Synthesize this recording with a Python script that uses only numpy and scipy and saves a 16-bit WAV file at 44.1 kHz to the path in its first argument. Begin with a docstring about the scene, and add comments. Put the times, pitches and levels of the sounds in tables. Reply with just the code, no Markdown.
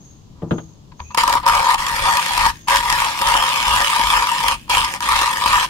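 """Hand grinder in a garden

A steel hand grinder is lifted off a table and cranked close by: random fractures, as clicks, ring its body.
At each push the axle judders, then beans crunch, spray splinters and snap; the hands add a low shudder and
the crank stalls now and then. Early bumps thud and ring the table's modes, and touches brush the body.
Behind: filtered-noise air, an on-and-off insect as narrow-band clicks, a faint rising sine whistle, echoes."""
import sys
import numpy as np
from scipy import signal
from scipy.fft import rfft, irfft, next_fast_len
from scipy.io import wavfile
from scipy.ndimage import uniform_filter1d, minimum_filter1d

SR = 44100
rng = np.random.default_rng(int(sys.argv[2]) if len(sys.argv) > 2 else 0)


def wrap_up_sound(samples):
    """Save the sound to the file named by the first command line argument, as 16-bit audio."""
    columns = np.atleast_2d(samples).T
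    # keep every value between -1 and 1, then stretch to whole-number steps
    tamed = np.clip(columns, -1, 1)
    steps = np.round(tamed * 32767).astype(np.int16)
    wavfile.write(sys.argv[1], SR, steps)


N = 250929
TIME = np.arange(N) / SR


def gain_of(db):
    """Decibels to amplitude."""
    return 10 ** (np.asarray(db) / 20)


def evened(x):
    """Scales to an rms of 1."""
    return x / np.sqrt(np.mean(x ** 2) + 1e-20)


def read(points, hz):
    """Interpolates a table on a log-frequency axis."""
    f, value = np.transpose(points)
    return np.interp(np.log(hz + 1), np.log(f + 1), value)


def add(mix, start_s, sound):
    """Lays a two-channel sound into the mix."""
    part = mix[:, max(round(start_s * SR), 0):][:, :sound.shape[1]]
    part += sound[:, :part.shape[1]]


def colour(x, spectrum, size=4096):
    """Minimum-phase filter with the given spectrum: clicks keep their sharp fronts."""
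    hz = abs(np.fft.fftfreq(size, 1 / SR))
    log_gain = np.log(gain_of(read(spectrum, hz)))
    taps = np.fft.ifft(np.exp(signal.hilbert(log_gain).conj())).real[:size // 2]
    return signal.oaconvolve(x, taps[None], axes=1)[:, :x.shape[1]]


def steadied(x, window_s):
    """Holds the mean power near 1, leaving the faster grain alone."""
    size = max(int(window_s * SR), 2)
    power = uniform_filter1d(uniform_filter1d((x ** 2).mean(0), size), size)
    return x / np.sqrt(abs(power) + 1e-12)


def grit(per_s, count=N):
    """Tiny clicks of random size and sign, unrelated between the channels."""
    return rng.standard_normal((2, count)) * (rng.random(count) < per_s / SR)


def swell(peak_s, sigma_s):
    """A Gaussian rise and fall around a moment."""
    return np.exp(-.5 * ((TIME - peak_s) / sigma_s) ** 2)


# phase by which left leads right: f/Hz, lead/rad
LEAD = [(60, 0.098), (400, 0.17), (600, 2.14), (800, 1.9), (1000, 0.28), (1250, 1.26), (1450, 2.74),
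        (2600, 2.08), (3100, 4.7), (4000, 9.95), (6000, 12.6)]
# left over right: f/Hz, level/dB
BALANCE = [(50, 5.5), (200, 3), (400, 1.5), (550, 1.3), (700, 5), (950, 4.5), (1220, -0.4), (1700, 2.5),
           (2600, 0.2), (5300, -1.1), (6400, -2.5), (7500, 0.5), (8300, 3.9), (9500, -0.2)]


def ports(x, likeness):
    """Two microphone ports: two unrelated signals are blended by likeness, phase lead and balance."""
    size = next_fast_len(N + 4096)
    a, b = rfft(x, size)
    hz = np.fft.rfftfreq(size, 1 / SR)
    same = np.clip(read(likeness, hz), 0, 1)
    lean = gain_of(read(BALANCE, hz) / 2)
    right = (same * a + np.sqrt(1 - same ** 2) * b) * np.exp(-1j * read(LEAD, hz))
    level = np.sqrt(2 / (lean ** 2 + lean ** -2))
    return irfft(np.array([a * lean, right / lean]) * level, size)[:, :N]


# garden air spectrum, relative: f/Hz, level/dB
GARDEN = [(20, -9), (45, -2), (90, -1.5), (160, .5), (270, -8), (430, -16.5), (700, -21), (1050, -21),
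          (1500, -33), (2300, -35), (3100, -29), (5200, -31), (7200, -31.5), (8200, -44), (16000, -47)]
# port likeness of the air: f/Hz, likeness (0 to 1)
GARDEN_LIKENESS = [(130, 0.82), (290, 0.72), (640, 0), (1400, 0)]


def garden_air(level_db=-44.5):
    """Distant rumble and hiss: coloured noise, alike at both ports only in the lows."""
    air = evened(colour(rng.standard_normal((2, N)), GARDEN, size=8192))
    return ports(gain_of(level_db) * air, GARDEN_LIKENESS)


# buzzes, before the insect's gain: start t/s, level/dB
INSECT = [(-.04, -55), (.47, -51.5), (.96, -50.5), (2.52, -53)]


def insect(gain_db=3.0, rise_s=0.061, fade_after_s=0.15, fade_db_per_s=105):
    """A far insect: dense clicks in a narrow band near 6.5 kHz that swell and fade."""
    calls = 0
    for start_s, db in INSECT:
        age_s = TIME - start_s
        fade_db = fade_db_per_s * np.maximum(age_s - fade_after_s, 0)
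        calls = calls + np.clip(age_s / rise_s, 0, 1) * gain_of(db - fade_db)
    band = [(5500, -22), (6100, -10), (6450, 3.5), (6650, 1), (6900, -15), (7600, -31)]  # f/Hz, level/dB
    return evened(colour(grit(2600), band)) * gain_of(gain_db) * calls


def walls(x, t60_s=0.21, wet_db=-16):
    """Faint scattered echoes from the table and the garden wall: sparse decaying taps."""
    t = np.arange(SR // 3) / SR
    taps = grit(2400, count=len(t)) * gain_of(-60 * t / t60_s) * (t > .0028)
    taps /= np.linalg.norm(taps, axis=1, keepdims=True)
    return x + gain_of(wet_db) * signal.oaconvolve(x, taps, axes=1)[:, :N]


def whistle(start_s=1.02, end_s=1.3, start_hz=2400, hz_per_s=2300, start_db=-55, db_per_s=82):
    """A faint rising whistle, perhaps a far bird: a swelling sine roughened by slow noise."""
    t = np.clip(TIME, start_s, end_s) - start_s
    sounding = uniform_filter1d(1. 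* (TIME > start_s) * (TIME < end_s), size=800)
    flutter = evened(uniform_filter1d(uniform_filter1d(rng.standard_normal((2, N)), 200), 130))
    tone = np.sin(2 * np.pi * np.cumsum(start_hz + hz_per_s * t) / SR)
    return sounding * gain_of(start_db + db_per_s * t) * flutter * tone


# bumps on the table: t/s, level/dB (before ring and thud gains), brightness corner f/Hz, click level/dB
BUMPS = [(0.42, -20, 560, -44), (0.4263, -23, 760, -45), (0.5094, -12.5, 1230, -23),
         (0.5155, -17.5, 1010, -30), (0.582, -37, 1200, -31.5)]
# table modes, relative: f/Hz, level/dB, t60/s
TABLE = [(91, 0, .26), (120, -3, .2), (162, 0, .28), (190, -3, .2), (258, -8, .28), (323, -9, .36),
         (352, -9, .26), (453, -5, .2), (613, -10, .12), (744, -11, .12), (1211, -17, .24)]
# thud spectrum, relative: f/Hz, level/dB
THUD = [(30, -20), (80, -4.5), (165, 4), (330, -5), (480, -10), (650, -15), (1200, -23.5), (2500, -60)]


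def table_ring(t, corner_hz):
    """Decaying sines at the table's modes, duller for a lower corner."""
    ring = 0
    for k, (hz, level_db, t60_s) in enumerate(TABLE):
        decay = gain_of(level_db - 60 * t / t60_s) / np.hypot(1, hz / corner_hz)
        ring = ring + (-1) ** k * decay * np.sin(2 * np.pi * hz * t)
    return ring


def table(ring_db=-5, thud_db=-5, thud_t60_s=.22, lift_s=1.005, lift_db=-28, lift_hz=77, lift_t60_s=.34):
    """Bumps excite modes, a noise thud and a click; lifting the grinder off leaves a low decaying sine."""
    out, t = np.zeros((2, N)), np.arange(SR // 2) / SR
    click_band = [(150, 0.5), (700, 2.0), (1400, -3.0), (2200, -16),
                  (3300, -13.5), (5000, -34), (15000, -46)]  # f/Hz, level/dB
    for start_s, db, corner_hz, click_db in BUMPS:
        ring = table_ring(t, corner_hz)
        thud = steadied(colour(rng.standard_normal((1, len(t))), THUD), 0.066)
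        thud = thud * gain_of(-60 * t / thud_t60_s)
        boom = gain_of(db) * (gain_of(ring_db) * ring + gain_of(thud_db) * thud)
        boom = boom * (1 - np.exp(-t / 0.0037))
        rattle = rng.standard_normal((2, len(t))) * gain_of(-60 * t / .075)
        click = colour(rattle, click_band)
        add(out, start_s, boom + gain_of(click_db) * click / click[:, :SR // 50].std())
    lift = gain_of(lift_db - 60 * t / lift_t60_s) * np.sin(2 * np.pi * lift_hz * t)
    add(out, lift_s, lift * np.ones((2, 1)))
    return out * gain_of([[1.3], [-1.3]])  # left louder


def body(x, modes):
    """Hollow body: air resonances as decaying cosines, band-passed, convolved with the blows."""
    t = np.arange(SR // 10) / SR
    ring = 0
    for hz, width_hz, db in modes:
        ring = ring + gain_of(db) * width_hz * np.exp(-np.pi * width_hz * t) * np.cos(2 * np.pi * hz * t)
    ring = signal.sosfilt(signal.butter(2, [560, 1450], "band", fs=SR, output="sos"), ring)
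    return signal.oaconvolve(x, ring[None], axes=1)[:, :x.shape[1]]


# touches of fingers and loose crank: t/s, level/dB (body ring), swell time/s
TAPS = [(0.341, -57, 0.065), (0.916, -52.5, 0.0035), (0.993, -43.5, 0.0065), (1.002, -40, 0.0008),
        (1.103, -46, 0.0065), (1.156, -47, 0.0036), (1.426, -32, .016), (4.676, -51, 0.005)]
# lower and upper air resonances of the body, relative: f/Hz, width/Hz, level/dB
BODY = [(567.7, 45, -8), (937.3, 22, 1.5), (974.7, 51.7, 6)]
UPPER_BODY = [(1103, 42, -5.5), (1189, 71, -4.5)]
# crunching beans' spectrum, relative: f/Hz, level/dB
CRUNCH = [(450, -34), (800, -27), (1300, -4), (1520, 2.5), (1820, 7.5), (2060, 0.5), (2290, 4), (2650, 0.5),
          (3150, -3), (3800, -3), (4700, -4), (5400, -19), (7000, -47.5)]


def handling(scrape_db=-9):
    """Fingers and the loose crank brush the body: swelling grit rings it, with a little scrape."""
    out, t = np.zeros((2, N)), np.arange(SR // 6) / SR
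    for start_s, db, swell_s in TAPS:
        rub = grit(7000, count=len(t)) * t * np.exp(-t / swell_s)
        ring = evened(body(rub, BODY + UPPER_BODY))
        scrape = gain_of(scrape_db) * evened(colour(rub, CRUNCH))
        add(out, start_s, gain_of(db) * (ring + scrape))
    return out


# whole-bean snaps, before the gains in snaps(): t/s, crack level/dB, body ring level/dB
SNAPS = [(1.1462, -13.5, -16), (1.1742, -6.5, -4.5), (1.2349, -7.5, -7.5), (1.2774, -6.5, -10),
         (1.2957, -10, -12), (1.3262, -7, -13), (1.3519, -22, -4), (1.4638, -9, -8), (1.478, -8, -8),
         (1.4849, -4, -9), (1.5503, -8, -6.5), (1.7429, -10, -19), (2.1705, -5.5, -20), (2.377, -7, -9.5),
         (2.4626, -7, -10), (2.6834, -9, -12), (2.7054, -11, -8), (2.7581, -5, -19), (2.7684, -3, -22),
         (2.9003, -3, -15), (2.9248, -4, -12.5), (3.2141, -9.5, -13), (3.2715, -7, -18),
         (3.2854, -10, -16.5), (3.3504, -21, -6), (3.9628, -11, -15.5), (4.4029, -14, -19),
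         (4.4422, -25, -13), (4.4823, -4.5, -9.5), (4.6963, -14, -13.5), (4.7694, -8.5, -12),
         (4.8457, -8, -22), (5.005, -14, -23.5), (5.214, -9, -10.5), (5.459, -10, -8)]
# spectra of burr chamber, splinters and axle judder, relative: f/Hz, level/dB
CHAMBER = [(1700, -21.5), (2350, -5), (2780, -0.5), (3150, 0.5), (3450, -4), (3900, -19.5), (5500, -35)]
SPLINTERS = [(3500, -34), (4750, -0.5), (5300, 4), (5750, -2), (6050, -0.5), (6500, -4), (7150, -0.5),
             (7850, -6), (8600, -0.5), (9400, -3), (10800, -8.5), (13000, -10), (16000, -19.5)]
JUDDER = [(60, -21), (125, -14), (166, 0), (205, -1), (250, -2), (320, 0.5), (400, -10), (550, -14),
          (700, -20)]


def snaps(ring_db=-9.0, crack_db=-17, jolt_db=-21):
    """Whole beans burst in a few ms of sharp cracks that ring the body and jolt the axle."""
    out, t = np.zeros((2, N)), np.arange(SR // 30) / SR
    crumble = np.exp(-t / .0027) * np.minimum(t / .0004, 1)
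    for start_s, crack_level_db, ring_level_db in SNAPS:
        burst = grit(16000, count=len(t)) * crumble
        crack = evened(colour(burst, CRUNCH))
        crack += gain_of(-14) * evened(colour(burst, CHAMBER))
        crack += gain_of(-3.0) * evened(colour(burst, SPLINTERS))
        ring = evened(body(burst, BODY + UPPER_BODY))
        ring += gain_of(jolt_db) * evened(colour(burst, JUDDER))
        snap = gain_of(ring_level_db + ring_db) * ring
        add(out, start_s, snap + gain_of(crack_level_db + crack_db) * evened(crack))
    return out


def fractures(per_s, spread_db, tau_s):
    """Envelope of random breaks of unequal size, each crumbling away exponentially."""
    size = gain_of(spread_db * np.minimum(rng.exponential(1, N), 3.5)) * (rng.random(N) < per_s / SR)
    power = signal.lfilter([1], [1, -np.exp(-2 / (tau_s * SR))], size ** 2)
    return evened(np.sqrt(power))


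def shifting(x, depth_db, width_hz, width_s):
    """Each bean sits and breaks differently: time-frequency patches of random gain."""
    z = signal.stft(x, nperseg=512, noverlap=384)[2]
    across = np.exp(-(np.arange(-12, 13) * SR / 512 / width_hz) ** 2)
    along = np.exp(-(np.arange(-40, 41) * 128 / SR / width_s) ** 2)
    noise = rng.standard_normal(z.shape[1:])
    patches = evened(signal.fftconvolve(noise, np.outer(across, along), "same"))
    return signal.istft(z * gain_of(depth_db * patches), nperseg=512, noverlap=384)[1][:, :N]


# stretches in which the crank turns: start t/s, stop t/s
TURNS = [(1.17, 1.378), (1.454, 1.744), (1.771, 2.5), (2.672, 4.543), (4.69, 4.963), (5.008, 5.65)]


def turning(fall_db_per_s, bite_s=0.015):
    """Gain of 1 while the crank turns: quick bite, dying away after each stop."""
    stretches = []
    for start_s, stop_s in TURNS:
        bite = np.clip((TIME - start_s) / bite_s, 0, 1)
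        stretches.append(bite * gain_of(-fall_db_per_s * np.maximum(TIME - stop_s, 0)))
    return np.max(stretches, 0)


# pushes on the crank, before the gains in grinding(): t/s, delay to hardest crushing/s, crushing sigma/s,
# crunch level/dB, low ring level/dB, upper ring level/dB, strain in the hands (relative) level/dB
PUSHES = [(1.18, .005, .028, -18, -14.5, -20, -5), (1.3, 0.019, 0.07, -29.5, -18, -23, -3),
          (1.472, 0.046, .1, -24, -15.5, -16, 1.5), (1.71, 0.0046, 0.046, -23.5, -18, -25, -2),
          (1.955, 0.14, 0.061, -25.5, -21.5, -17, 3), (2.37, 0.063, 0.047, -23.5, -22.5, -22, 3),
          (2.72, 0.014, .045, -19.5, -18, -23.5, -1.5), (2.894, 0.094, 0.091, -23.5, -21.5, -22, 0),
          (3.25, .085, 0.089, -22.5, -17.5, -22, 1), (3.66, 0.13, 0.09, -23.5, -22, -26.5, 2),
          (4.04, .097, 0.051, -22, -20, -17.5, 3), (4.44, 0.052, 0.027, -24, -20, -21.5, 0),
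          (4.715, 0.032, 0.067, -19.5, -18, -24, -1), (5.08, 0.089, 0.094, -22, -19.5, -22, -1),
          (5.452, 0.092, 0.067, -21.5, -22.5, -22.5, 0)]


def strain(delay_s, sigma_s, peak_db, rest_db, relax_db_per_s=100):
    """Tremor gain: swells around each push, relaxes when the crank stops."""
    power = gain_of(rest_db) ** 2
    for push_s, *_, strain_db in PUSHES:
        power = power + (gain_of(peak_db + strain_db) * swell(push_s + delay_s, sigma_s)) ** 2
    return np.sqrt(power) * turning(relax_db_per_s)


# steady feed between pushes as the burrs fill and empty, before the gains in grinding(): t/s, level/dB
FEED = [(1.2, -39.5), (1.9, -26.5), (2.3, -25), (3.13, -32), (3.48, -23.5), (3.98, -23.5), (4.35, -26),
        (4.95, -30.5), (5.35, -27.5), (5.69, -24)]


def crank_levels(ring_db=2, upper_db=-4, usual_db=-24, splinter_db=-6, splinter_growth_db_per_db=0.79):
    """Gains of low ring, upper ring, crunch and splinters: pushes swell above the steady feed."""
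    feed_db = np.interp(TIME, *np.transpose(FEED))
    gains = gain_of([feed_db, feed_db + ring_db, feed_db + upper_db])
    for push_s, delay_s, sigma_s, *peaks_db, _ in PUSHES:
        gains = np.hypot(gains, gain_of(peaks_db)[:, None] * swell(push_s + delay_s, sigma_s))
    crunch, ring, upper = gains
    # splinters stand splinter_db from the crunch when it is at usual_db
    growth = (crunch / gain_of(usual_db)) ** splinter_growth_db_per_db
    splinters = gain_of(usual_db + splinter_db) * growth
    moving = turning(650)
    trickle = gain_of(-13.5) * turning(125)  # grounds still falling after a stop
    falling = np.maximum(moving, trickle)
    return ring * moving, upper * moving, crunch * falling, splinters * falling


# burr chamber resonance near 3 kHz against the plain crunch: t/s, level/dB
SETTLING = [(1.2, -16), (1.55, -23), (1.85, -11), (2.35, -13), (2.75, -8), (3.1, -13), (3.4, -5), (3.7, -3),
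            (4.0, -2.5), (4.3, -8), (4.55, 4), (4.72, 1.5), (4.92, -9), (5.3, -13), (5.62, -3.5)]
# low shudder spectrum, relative: f/Hz, level/dB
SHUDDER = [(10, -13.5), (25, -3.5), (48, 5.5), (80, -4.5), (115, -10), (170, -12), (400, -64.5)]
# answer to a push, before strain and gain: delay/s, sigma/s, peak level/dB, rest level/dB
SHUDDER_SWELL = (0.07, 0.07, -34.5, -56)
JUDDER_SWELL = (-0.04, 0.002, -35.5, -49)


def grinding(ring_db=0, upper_db=-.5, crunch_db=2.5, splinter_db=2.0, shudder_db=1, judder_db=3.5):
    """Shared fractures ring the body, crunch, spray splinters and jolt the axle; hands shudder apart."""
    breaks = fractures(per_s=330, spread_db=3.5, tau_s=0.0021)
    force = np.hypot(breaks, gain_of(0.5))  # grounds keep scraping between breaks
    ring, upper, crunch, splinters = crank_levels()

    blows = uniform_filter1d(force, size=130) * grit(5400)  # body swells over a few ms
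    out = gain_of(ring_db) * ring * steadied(body(blows, BODY), 0.033)
    out += gain_of(upper_db) * upper * steadied(body(blows, UPPER_BODY), 0.047)
    out = shifting(out, depth_db=3.0, width_hz=102, width_s=0.024)

    cracks = force * grit(5000)
    chamber_gain = gain_of(np.interp(TIME, *np.transpose(SETTLING)))
    coarse = evened(colour(cracks, CRUNCH)) + chamber_gain * evened(colour(cracks, CHAMBER))
    coarse = shifting(coarse, depth_db=3.2, width_hz=130, width_s=0.027)
    out += gain_of(crunch_db) * crunch * steadied(coarse, 0.036)

    fine = colour(force * grit(12500), SPLINTERS)
    fine = shifting(fine, depth_db=3.0, width_hz=170, width_s=0.016)
    out += gain_of(splinter_db) * splinters * steadied(fine, 0.071)

    shudder = steadied(colour(grit(2800), SHUDDER, size=16384), .06)
    out += gain_of(shudder_db) * strain(*SHUDDER_SWELL) * shudder
    judder = steadied(colour(force * grit(1600), JUDDER), .05)
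    out += gain_of(judder_db) * strain(*JUDDER_SWELL) * judder
    return out


# port likeness of the grinder: f/Hz, likeness (clipped to 0 to 1)
LIKENESS = [(60, .98), (330, 0.7), (550, 0.8), (660, 0.7), (800, 0.9), (930, 1.2), (1150, 1), (1500, 0.65),
            (2200, 0.24), (3200, 0.22), (5000, 0.06), (15000, 0)]


def scene():
    """Grinder, table and whistle with echoes, over the garden."""
    grinder = ports(grinding() + snaps() + handling(), LIKENESS)
    return walls(grinder + table() + whistle()) + garden_air() + insect()


def record(dry, ceiling=.92, edge_hz=15800):
    """A quick limiter holds the loudest peaks under full scale, then a low-pass limits the band."""
    room_left = np.minimum(1, ceiling / (abs(dry).max(0) + 1e-9))
    held = dry * uniform_filter1d(minimum_filter1d(room_left, size=160), size=160)
    low_pass = signal.firwin(255, edge_hz, window=("kaiser", 9), fs=SR)
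    return signal.oaconvolve(held, low_pass[None], "same")


dry = scene()
out = record(dry)
wrap_up_sound(out)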